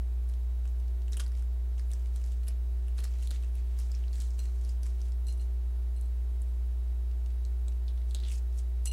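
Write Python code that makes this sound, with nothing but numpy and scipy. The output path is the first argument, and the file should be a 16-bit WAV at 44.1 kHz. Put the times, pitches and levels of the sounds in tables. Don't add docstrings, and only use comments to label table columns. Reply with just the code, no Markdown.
import sys
import numpy as np
from scipy import signal
from scipy.fft import rfft, irfft, next_fast_len
from scipy.io import wavfile
from scipy.ndimage import uniform_filter1d, map_coordinates

SR = 44100
rng = np.random.default_rng(int(sys.argv[2]) if len(sys.argv) > 2 else 0)


def voltage_ratio(decibels):
    exponent = np.asarray(decibels, float) / 20
    return 10 ** exponent


def log_audio(samples):
    frames = np.atleast_2d(samples).T
    limited = np.clip(frames, -1, 1)
    pcm = np.round(limited * 32767).astype(np.int16)
    wavfile.write(sys.argv[1], SR, pcm)


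N = 393372


def unit(x):
    return x / np.sqrt(np.mean(x ** 2) + 1e-20)


def along(points, hz):
    f, v = np.transpose(points)
    return np.interp(np.log(hz + 1), np.log(f + 1), v, left=-120, right=-120)


def wobble(rate):
    knots = rng.standard_normal(int(N * rate / SR) + 4)
    return map_coordinates(knots, [np.arange(N) * rate / SR])


def noise(spectrum):
    m = next_fast_len(N)
    colour = voltage_ratio(along(spectrum, np.fft.rfftfreq(m, 1 / SR)))
    return unit(irfft(rfft(rng.standard_normal(m)) * colour, m)[:N])


def resonance(f, hz, width_hz):
    return 1j * f * width_hz / (hz ** 2 - f ** 2 + 1j * f * width_hz)


def place(times, rows):
    starts = np.round(np.asarray(times) * SR).astype(int)
    at = starts[:, None] + np.arange(rows.shape[1])
    return np.bincount(at.ravel(), rows.ravel(), N + rows.shape[1] + SR)[:N]


def hum():
    # multiple of the mains frequency, peak level/dB
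    overtones = [(1, -27.2), (2, -60.5), (3, -76), (4, -76), (5, -70.5), (7, -68), (8, -79.5), (9, -77),
                 (11, -69), (13, -74.5), (15, -79), (17, -86), (19, -85), (23, -84)]
    # f/Hz, peak level/dB, wander/Hz, onset t/s
    whines = [
        (368, -63, 1.5, 0),
        (3849, -80, 8, 0),
        (3860, -82, 12, 7.8),
        (10002, -82, 8, 4.95),
        (11434, -85, 3, 0),
    ]
    mains_hz, mains_start_s = 59.994, .0016
    t = np.arange(N) / SR
    turn = 2 * np.pi * mains_hz * (t - mains_start_s)
    mix = sum(voltage_ratio(db) * np.cos(k * turn) for k, db in overtones)
    for hz, db, wander_hz, onset_s in whines:
        level = voltage_ratio(db + 1.2 * wobble(6))
        phase = 2 * np.pi * np.cumsum(hz + wander_hz * wobble(14)) / SR
        mix = mix + (t >= onset_s) * level * np.sin(phase)
    return mix


def floor():
    # f/Hz, relative level/dB per Hz
    rumble = [(8, -7), (25, -7), (50, 5.5), (75, -0.5), (100, -8), (130, -19.5), (200, -20.5), (400, -23),
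              (700, -36)]
    # f/Hz, relative level/dB per Hz
    hiss = [(250, -47), (500, -10.5), (800, -8.5), (1200, -12), (1700, -13.5), (3000, -17), (6300, -20.5),
            (10400, -18), (13000, -20), (15800, -19)]
    return voltage_ratio(-53 + 0.87 * wobble(3.17)) * noise(rumble) + voltage_ratio(-65) * noise(hiss)


def cracks():
    # t/s, ring level/dB, ring f/Hz, bright over ring/dB, bright f/Hz
    splits = [(0.6547, -59.0, 2740, -2.0, 8400), (1.081, -58.5, 2740, 0.0, 7000),
              (1.1433, -55.5, 5600, 2.0, 8400), (1.1964, -49.0, 3400, -1.5, 8100),
              (1.1984, -46.0, 3500, 2.5, 8400), (1.2021, -47.5, 2890, 6.0, 7900),
              (1.2055, -45.0, 2780, 1.0, 8900), (1.217, -57.5, 3620, -0.5, 8300),
              (1.3193, -60.5, 5560, 0.0, 7900), (1.4241, -62.0, 5600, 1.0, 7400),
              (1.796, -54.0, 4770, -1.5, 8300), (2.2406, -61.5, 5600, 5.5, 6700),
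              (2.883, -61.0, 2740, 3.0, 8900), (2.9824, -54.5, 3640, 2.0, 8300),
              (2.9883, -50.5, 3700, -3.0, 8600), (3.0256, -60.0, 4250, -0.5, 8500),
              (3.0384, -58.5, 4220, 4.5, 8300), (3.0524, -51.5, 4310, -6.5, 8200),
              (3.2328, -57.5, 4170, 3.5, 8700), (3.436, -59.0, 2590, -0.5, 7200),
              (3.446, -62.5, 2760, 2.0, 6700), (4.4025, -58.0, 4180, 2.0, 7100),
              (4.4561, -57.0, 4300, 1.0, 7500), (4.8577, -62.5, 5470, 5.5, 8500),
              (4.865, -58.0, 5350, 8.0, 7900)]
    # t/s, ring level/dB, ring f/Hz, bright over ring/dB, bright f/Hz
    chips = [(1.1314, -48.0, 3920, 0.5, 7200), (1.7805, -61.0, 2970, -0.5, 6800),
             (1.9161, -56.5, 3640, 6.5, 9200), (2.321, -61.5, 3270, 5.0, 6900),
             (3.2254, -56.0, 2880, 2.0, 8900), (3.2735, -49.5, 4100, 1.5, 8200),
             (3.3074, -45.5, 4200, 0.5, 7300), (3.3467, -60.0, 3660, -0.5, 7900),
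             (3.3604, -58.0, 3620, -11.0, 8300), (3.917, -50.0, 5040, 0.0, 7600),
             (4.1304, -54.0, 4060, -1.0, 8800), (4.1567, -55.0, 4180, 2.0, 8100),
             (4.2106, -55.5, 3660, 0.0, 7300), (4.3064, -59.0, 5380, 2.0, 7500),
             (4.649, -55.0, 5200, 0.0, 9300), (4.692, -56.5, 5100, 2.5, 8200),
             (4.6945, -54.0, 5040, -1.0, 8300), (4.8323, -50.5, 5300, 0.5, 8700),
             (5.1213, -59.0, 5040, 0.0, 7100), (5.2838, -60.5, 4120, 8.0, 8800),
             (5.325, -69.0, 4180, 13.0, 8900), (7.451, -54.0, 4100, 1.5, 7400),
             (7.6825, -55.0, 4030, 6.5, 7500), (8.1098, -55.5, 3790, 0.5, 8300),
             (8.1478, -40.5, 3900, 2.0, 7600), (8.2015, -53.0, 3920, -4.0, 7800),
             (8.264, -59.0, 4010, -3.5, 7300), (8.2852, -50.5, 3270, -0.5, 7200),
             (8.3051, -53.0, 3010, -1.5, 7400), (8.3163, -50.5, 2730, 2.0, 8000)]
    # t/s, ring level/dB, ring f/Hz, bright over ring/dB, bright f/Hz
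    snaps = [(0.6772, -66.0, 3960, 9.0, 7300), (1.1196, -60.5, 5170, 5.0, 7600),
             (1.1237, -52.0, 5700, 2.5, 7500), (1.1347, -57.0, 5660, 8.5, 7900),
             (1.17, -50.0, 2890, 8.0, 8500), (1.173, -50.5, 2890, 7.5, 8800),
             (1.9344, -53.0, 5800, 5.5, 7200), (2.2628, -64.0, 5600, 8.0, 9300),
             (2.4847, -49.5, 5250, 7.0, 9300), (2.9768, -74.5, 4360, 17.0, 8900),
             (3.1865, -67.0, 2410, 6.5, 8800), (4.2026, -65.0, 5080, 19.0, 6900),
             (4.6127, -68.0, 5340, 7.5, 7200), (6.012, -80.5, 3230, 27.0, 9500),
             (6.419, -75.5, 2580, 23.0, 9600), (8.577, -67.5, 5600, 12.5, 8500),
             (8.5848, -60.5, 5600, 6.0, 7200), (8.5906, -66.5, 3920, 16.0, 8300),
             (8.857, -57.5, 5200, 22.5, 8800), (8.8595, -60.0, 5600, 18.0, 9000)]
    # t/s, ring level/dB, ring f/Hz, bright over ring/dB, bright f/Hz
    splinters = [(0.2902, -65.5, 5510, 5.0, 9400), (0.297, -62.0, 4180, -1.0, 9400),
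                 (1.2638, -52.5, 4650, -3.0, 7500), (1.2798, -69.5, 3100, 9.5, 8600),
                 (1.9063, -64.5, 2410, 0.5, 9700), (2.161, -57.5, 3620, 6.0, 8600),
                 (2.216, -64.0, 2710, 3.0, 8500), (2.4385, -66.5, 4000, 2.5, 8700),
                 (2.468, -67.5, 4000, 2.5, 9500), (2.4725, -57.0, 2780, -3.0, 9100),
                 (2.4802, -57.5, 3620, 9.5, 8900), (2.9933, -63.5, 4130, 6.5, 9300),
                 (3.0049, -58.0, 2870, 4.0, 9500), (3.042, -47.0, 5430, 3.5, 8000),
                 (3.3121, -48.5, 3600, -1.0, 8900), (3.4257, -61.5, 3530, 2.0, 8400),
                 (3.554, -64.5, 2800, 6.0, 9400), (3.7893, -54.0, 5550, 6.5, 8000),
                 (3.797, -61.5, 5600, -3.0, 8300), (3.8, -63.5, 5340, 9.0, 9800),
                 (4.2196, -57.5, 3490, 7.0, 7700), (4.3917, -58.5, 2840, 9.0, 8200),
                 (5.2691, -70.5, 4130, 11.0, 8400), (5.415, -69.0, 2820, 5.5, 9400)]
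    # t/s, ring level/dB, ring f/Hz
    pops = [(3.9498, -52, 4930), (5.0163, -53, 5300), (8.167, -52, 3800), (8.214, -60, 3900),
            (4.0388, -57, 2870), (4.0813, -57.5, 4090), (7.8811, -51, 3600), (8.189, -57, 3880),
            (8.2356, -50, 3950), (8.2493, -54, 3900), (8.251, -52, 3320), (8.276, -54, 3320)]
    # body over ring/dB, edge over bright/dB
    colours = [
        (-2, -10),
        (-19, -11.5),
        (-9, -14),
        (-6.5, -.5),
        (-19, -9),
    ]
    pops_with_bright = [(*row, -14, 7500) for row in pops]
    kinds = [splits, chips, snaps, splinters, pops_with_bright]
    events = [(*row, *colour) for rows, colour in zip(kinds, colours) for row in rows]
    s, db, hz, bright_db, bright_hz, body_db, edge_db = np.transpose(events)[..., None]

    size = 2048
    t, f = np.arange(size) / SR, np.fft.rfftfreq(size, 1 / SR)
    draw = rng.standard_normal((len(s), 2, size))
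    snap = voltage_ratio(-60 * t / .0012) * draw[:, 0]
    fizz = .21 * voltage_ratio(-60 * t / .017) * draw[:, 1]
    click = 1.2 * (t == 0)
    drive = rfft(snap + fizz + click)

    ring = resonance(f, hz, .18 * hz) * resonance(f, hz, 0.57 * hz) + 0.19 * resonance(f, 3740, 2800) ** 2
    body = resonance(f, 1500, 1100) * resonance(f, 2100, 2400)
    bright = resonance(f, .8 * bright_hz, 2600) * resonance(f, 1.15 * bright_hz, 2800)
    edge = resonance(f, 9650, 2000) * resonance(f, 13500, 7000)
    regions = [(0, ring), (body_db + .7, body), (bright_db, bright), (bright_db + edge_db, edge)]
    rows = 0
    for gain_db, shape in regions:
        sound = irfft(drive * shape, size)
        rows = rows + voltage_ratio(gain_db) * sound / np.linalg.norm(sound, axis=1, keepdims=True)
    return place(s[:, 0], voltage_ratio(db + 22.5) * rows)


def pulls(s, peak_db, rise_s, fade_s, power):
    hop = 8
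    t = np.arange(-SR // 2, SR // 2, hop) / SR
    distance = np.where(t < 0, -t / rise_s[:, None], t / fade_s[:, None])
    shapes = voltage_ratio(peak_db[:, None] - 10 * distance ** power[:, None])
    clock = np.arange(0, N, hop) / SR
    envelope = sum(np.interp(clock, at + t, shape, 0, 0) for at, shape in zip(s, shapes))
    return envelope.repeat(hop)[:N]


def slips(centre_hz, spread, cycles, scatter_db):
    draw = rng.standard_normal((22000, 2))
    hz = np.clip(centre_hz * np.exp(spread * draw[:, :1]), 1200, 15000)
    turns = hz * np.arange(128) / SR
    grains = voltage_ratio(scatter_db * draw[:, 1:]) * np.sin(2 * np.pi * turns) * np.exp(-turns / cycles)
    return unit(place(rng.random(len(draw)) * N / SR, grains))


def tearing():
    # peak t/s, grind level/dB, fizz level/dB, time to fade 10 dB/s
    rips = [(0.295, -76.0, -70.0, 0.06), (0.675, -76.0, -65.5, 0.04), (1.132, -57.0, -62.5, 0.025),
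            (1.172, -65.0, -59.0, 0.02), (1.2, -55.5, -49.5, 0.035), (1.785, -67.0, -62.0, 0.05),
            (1.92, -64.0, -66.5, 0.12), (2.48, -55.5, -64.5, 0.05), (2.982, -54.0, -59.5, 0.04),
            (3.042, -61.0, -55.0, 0.04), (3.142, -65.5, -68.5, 0.03), (3.31, -59.5, -62.0, 0.04),
            (3.555, -63.5, -67.5, 0.04), (3.792, -65.0, -56.0, 0.05), (3.95, -63.0, -67.0, 0.1),
            (4.135, -58.5, -55.5, 0.05), (4.205, -64.5, -55.5, 0.08), (4.395, -65.0, -62.5, 0.15),
            (4.835, -73.5, -61.5, 0.04), (4.862, -62.5, -61.5, 0.05), (5.272, -67.5, -57.0, 0.05),
            (5.41, -71.0, -64.0, 0.035), (7.883, -75.0, -70.0, 0.035), (8.15, -61.5, -60.5, 0.04),
            (8.858, -58.0, -45.0, 0.02)]
    # peak t/s, grind level/dB, fizz level/dB, time to fade 10 dB/s
    slides = [(1.37, -64.5, -69.5, 0.05), (2.165, -76.0, -67.0, 0.03), (2.27, -66.0, -64.5, 0.1),
              (3.225, -70.0, -63.0, 0.04), (3.35, -61.5, -67.0, 0.035), (3.435, -66.0, -69.0, 0.03),
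              (3.15, -69.0, -72.0, 0.3), (3.85, -68.5, -74.0, 0.4), (4.68, -66.0, -65.0, 0.08),
              (5.04, -68.0, -68.0, 0.07), (8.105, -70.0, -64.0, 0.025), (8.26, -61.5, -71.0, 0.08),
              (8.335, -61.0, -52.0, 0.055), (8.585, -72.0, -59.0, 0.03)]
    s, grind_db, fizz_db, fade_s = np.transpose(rips + slides)
    counts = [len(rips), len(slides)]
    rise_s = np.repeat([.15, 1.1], counts) * fade_s
    power = np.repeat([1, 2], counts)
    clumps_db = 2.2 * wobble(70)
    grind_pull = pulls(s, grind_db, rise_s, 0.79 * fade_s, power)
    grind = grind_pull * slips(3200, .34, cycles=4, scatter_db=3)
    fizz_pull = pulls(s, fizz_db, rise_s, fade_s, power)
    fizz = fizz_pull * slips(7870, 0.284, cycles=2.6, scatter_db=3)
    return voltage_ratio(clumps_db - 5.5) * grind + voltage_ratio(clumps_db - 1.5) * fizz


def faint_cracks():
    # t/s, peak level/dB, f/Hz
    ticks = [(0.338, -48, 3670), (0.8, -50, 6800), (0.8804, -51, 6500), (1.3675, -52, 8500),
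             (1.374, -51, 6000), (1.3845, -52, 7500), (5.006, -50, 5300), (5.085, -51, 5200),
             (4.904, -51, 6500), (1.0186, -53, 3870), (1.3515, -50, 3910), (1.3944, -49, 5660),
             (2.0583, -47.5, 3500), (2.4324, -51, 3500), (2.07, -51, 8000), (1.996, -52, 7500),
             (3.138, -48, 3680), (5.054, -47, 4990), (7.113, -50.5, 3900), (7.2609, -46, 4200),
             (7.3038, -50.5, 3630), (7.722, -51, 4010), (7.976, -50, 3910), (8.527, -55, 6000),
             (1.178, -50, 7000), (3.001, -49, 4500), (3.0625, -50, 4300), (3.247, -52, 8000),
             (3.887, -53, 10000), (4.143, -51, 3500), (7.888, -54, 8500), (8.016, -54, 3000),
             (4.4955, -53, 3000)]
    s, db, hz = (c[:, None] for c in np.transpose(ticks))
    t = np.arange(512) / SR
    burst = rng.standard_normal((len(s), len(t))) * voltage_ratio(-60 * t / 0.017)
    pitch = resonance(np.fft.rfftfreq(len(t), 1 / SR), hz, 1.24 * hz)
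    rows = irfft(rfft(burst) * pitch)
    return place(s[:, 0], voltage_ratio(db + 1.5) * rows / np.abs(rows).max(axis=1, keepdims=True))


def desk():
    # t/s, peak level/dB
    thuds = [(1.121, -53.5), (1.167, -54), (1.199, -55), (1.931, -56.5), (2.478, -52), (2.988, -50.5),
             (3.037, -57), (3.309, -51), (3.794, -56), (3.91, -58), (4.193, -53.5), (4.385, -56),
             (4.83, -56), (7.678, -54.5), (8.148, -56), (8.228, -53.5)]
    s, db = (c[:, None] for c in np.transpose(thuds))
    t = np.arange(SR // 8) / SR
    swing = 1.35 * np.sin(2 * np.pi * 185 * t) * voltage_ratio(-60 * t / 0.029)
    puff = uniform_filter1d(rng.standard_normal((len(s), len(t))), size=45) * 6.5 * voltage_ratio(-60 * t / 0.052)
    soft_onset = 1 - np.exp(-t / 0.0032)
    return place(s[:, 0], voltage_ratio(db + 6.5) * (swing + puff) * soft_onset)


def hollows():
    # t/s, peak level/dB, f/Hz, time to fade
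    # 10 dB/s
    rubs = [(3.315, -62, 5500, .04), (3.79, -57, 5600, .02), (3.918, -63, 4700, .012),
            (3.95, -58, 5200, .015), (1.205, -56, 1450, .012), (4.21, -59, 3600, .02),
            (3.312, -53, 14000, .004), (7.882, -59, 3600, .02), (7.976, -65, 3800, .012),
            (8.016, -66, 3800, .025), (8.108, -63, 3800, .02), (8.11, -63, 8200, .015),
            (8.149, -53, 3800, .015), (8.168, -59, 3700, .02), (8.202, -60, 3800, .02),
            (8.235, -56, 3800, .025), (8.252, -58, 3300, .03), (8.272, -58, 3300, .03),
            (8.295, -59, 3100, .02), (8.858, -44, 9000, .008)]
    s, db, hz, fade_s = (c[:, None] for c in np.transpose(rubs))
    t = np.arange(SR // 8) / SR
    cavity = resonance(np.fft.rfftfreq(len(t), 1 / SR), hz, .4 * hz) ** 2
    rub = irfft(rfft(rng.standard_normal((len(s), len(t)))) * cavity, len(t))
    envelope = voltage_ratio(db - 10 * t / fade_s) * (1 - np.exp(-t / .001))
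    return place(s[:, 0], rub / rub.std(axis=1, keepdims=True) * envelope)


def dish():
    # t/s, peak level/dB, lowest mode/dB, middle modes/dB, brightness/dB
    drops = [(4.2494, -60.5, -21.0, -9.0, -9.5), (4.391, -48.5, -9.5, 6.5, -1.5),
             (4.4013, -55.5, -20.0, 3.0, -3.0), (4.4348, -59.0, -2.5, 5.0, 4.5),
             (4.4794, -63.5, -15.0, -6.5, -7.0), (5.268, -51.5, -19.0, -2.5, 1.0),
             (5.2842, -47.0, -5.0, -5.0, -3.0), (5.325, -70.0, 8.0, 16.0, 15.5),
             (5.3724, -75.0, 6.0, 16.0, 17.0), (5.3962, -54.0, -5.0, -8.0, -8.5),
             (5.414, -69.0, 9.0, 17.0, 9.5), (5.9625, -61.0, -3.0, -11.0, 3.0),
             (5.972, -61.5, -7.5, -5.5, -1.5), (6.02, -64.0, -6.5, 2.0, -5.0),
             (6.055, -64.0, -8.0, -8.0, 0.5), (6.489, -69.5, -12.0, 0.5, -0.5), (8.8607, -50, 0, -3, 3),
             (8.8717, -41, 0, 2, 4), (8.8815, -55.0, 4.5, 8.5, 5.5), (8.9134, -52.5, 9.5, 12.5, 10.0)]
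    mode_hz = [2848, 4156, 5782, 5922, 7284, 7747, 7930, 8597, 9665, 10600, 11720, 12140, 13770]
    # level/dB, t60/s
    mode_decay = [(2, 0.08), (-1, 0.12), (-18, .09), (-5, 0.093), (-20, .1), (-9, 0.067), (1, 0.04),
                  (-9, 0.07), (0, 0.075), (-9, 0.06), (-10, .07), (-8, .08), (-9, 0.054)]
    s, db, low_db, middle_db, bright_db = (c[:, None, None] for c in np.transpose(drops))
    hz, level_db, t60 = (c[:, None] for c in [np.array(mode_hz), *np.transpose(mode_decay)])
    lowest = hz < 3500
    middle = (hz > 5000) & (hz < 6500)
    high = hz > 6500
    t = np.arange(SR // 6) / SR
    spot = rng.standard_normal((len(s), len(hz), 2))
    strength_db = db - 2.5 + level_db
    strength_db = strength_db + (low_db - 1.5) * lowest + (middle_db - 4) * middle
    strength_db = strength_db + (bright_db - 2.5 + 2.5 * spot[..., :1]) * high
    rings = voltage_ratio(strength_db - 60 * t / t60) * np.sin(2 * np.pi * hz * t + spot[..., 1:])
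    rings = rings * (1 - np.exp(-t / 0.00046))
    chatter = uniform_filter1d(rng.standard_normal(rings.shape, dtype=np.float32), size=140)
    return place(s.ravel(), (rings * (1 + 5.5 * chatter)).sum(axis=1))


def room(x):
    # f/Hz, t60/s
    decay = [(300, 0.3), (2000, .2), (8000, 0.089), (15000, 0.059)]
    hz, t, z = signal.stft(rng.standard_normal(SR // 2), SR, nperseg=256)
    t60 = np.interp(hz, *np.transpose(decay))[:, None]
    tail = signal.istft(z * voltage_ratio(-60 * t / t60), SR, nperseg=256)[1]
    delayed = np.pad(x, (150, 0))
    return signal.fftconvolve(delayed, tail / np.linalg.norm(tail))[:N]


def scene():
    dull = signal.butter(2, 11000, fs=SR, output="sos")
    near = signal.sosfilt(dull, cracks() + tearing() + faint_cracks() + desk() + hollows() + dish())
    return (near + voltage_ratio(-10) * room(near) + hum() + floor())[None]


def streamed(x):
    hz, _, z = signal.stft(x, SR, window="cosine", nperseg=2048)
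    hiss = uniform_filter1d(np.median(np.abs(z), axis=2, keepdims=True), size=24, axis=1)
    threshold = np.interp(hz, [2500, 9000, 15000], [0, 1, 1.4])[:, None]
    kept = np.abs(z) > hiss * threshold
    limit = (hz < 15900)[:, None]
    return signal.istft(z * kept * limit, SR, window="cosine", nperseg=2048)[1][:, :N]


def low_pass(x):
    return signal.sosfilt(signal.butter(12, 16500, fs=SR, output="sos"), x)


def record(dry):
    return low_pass(streamed(dry))


dry = scene()
out = record(dry)
log_audio(out)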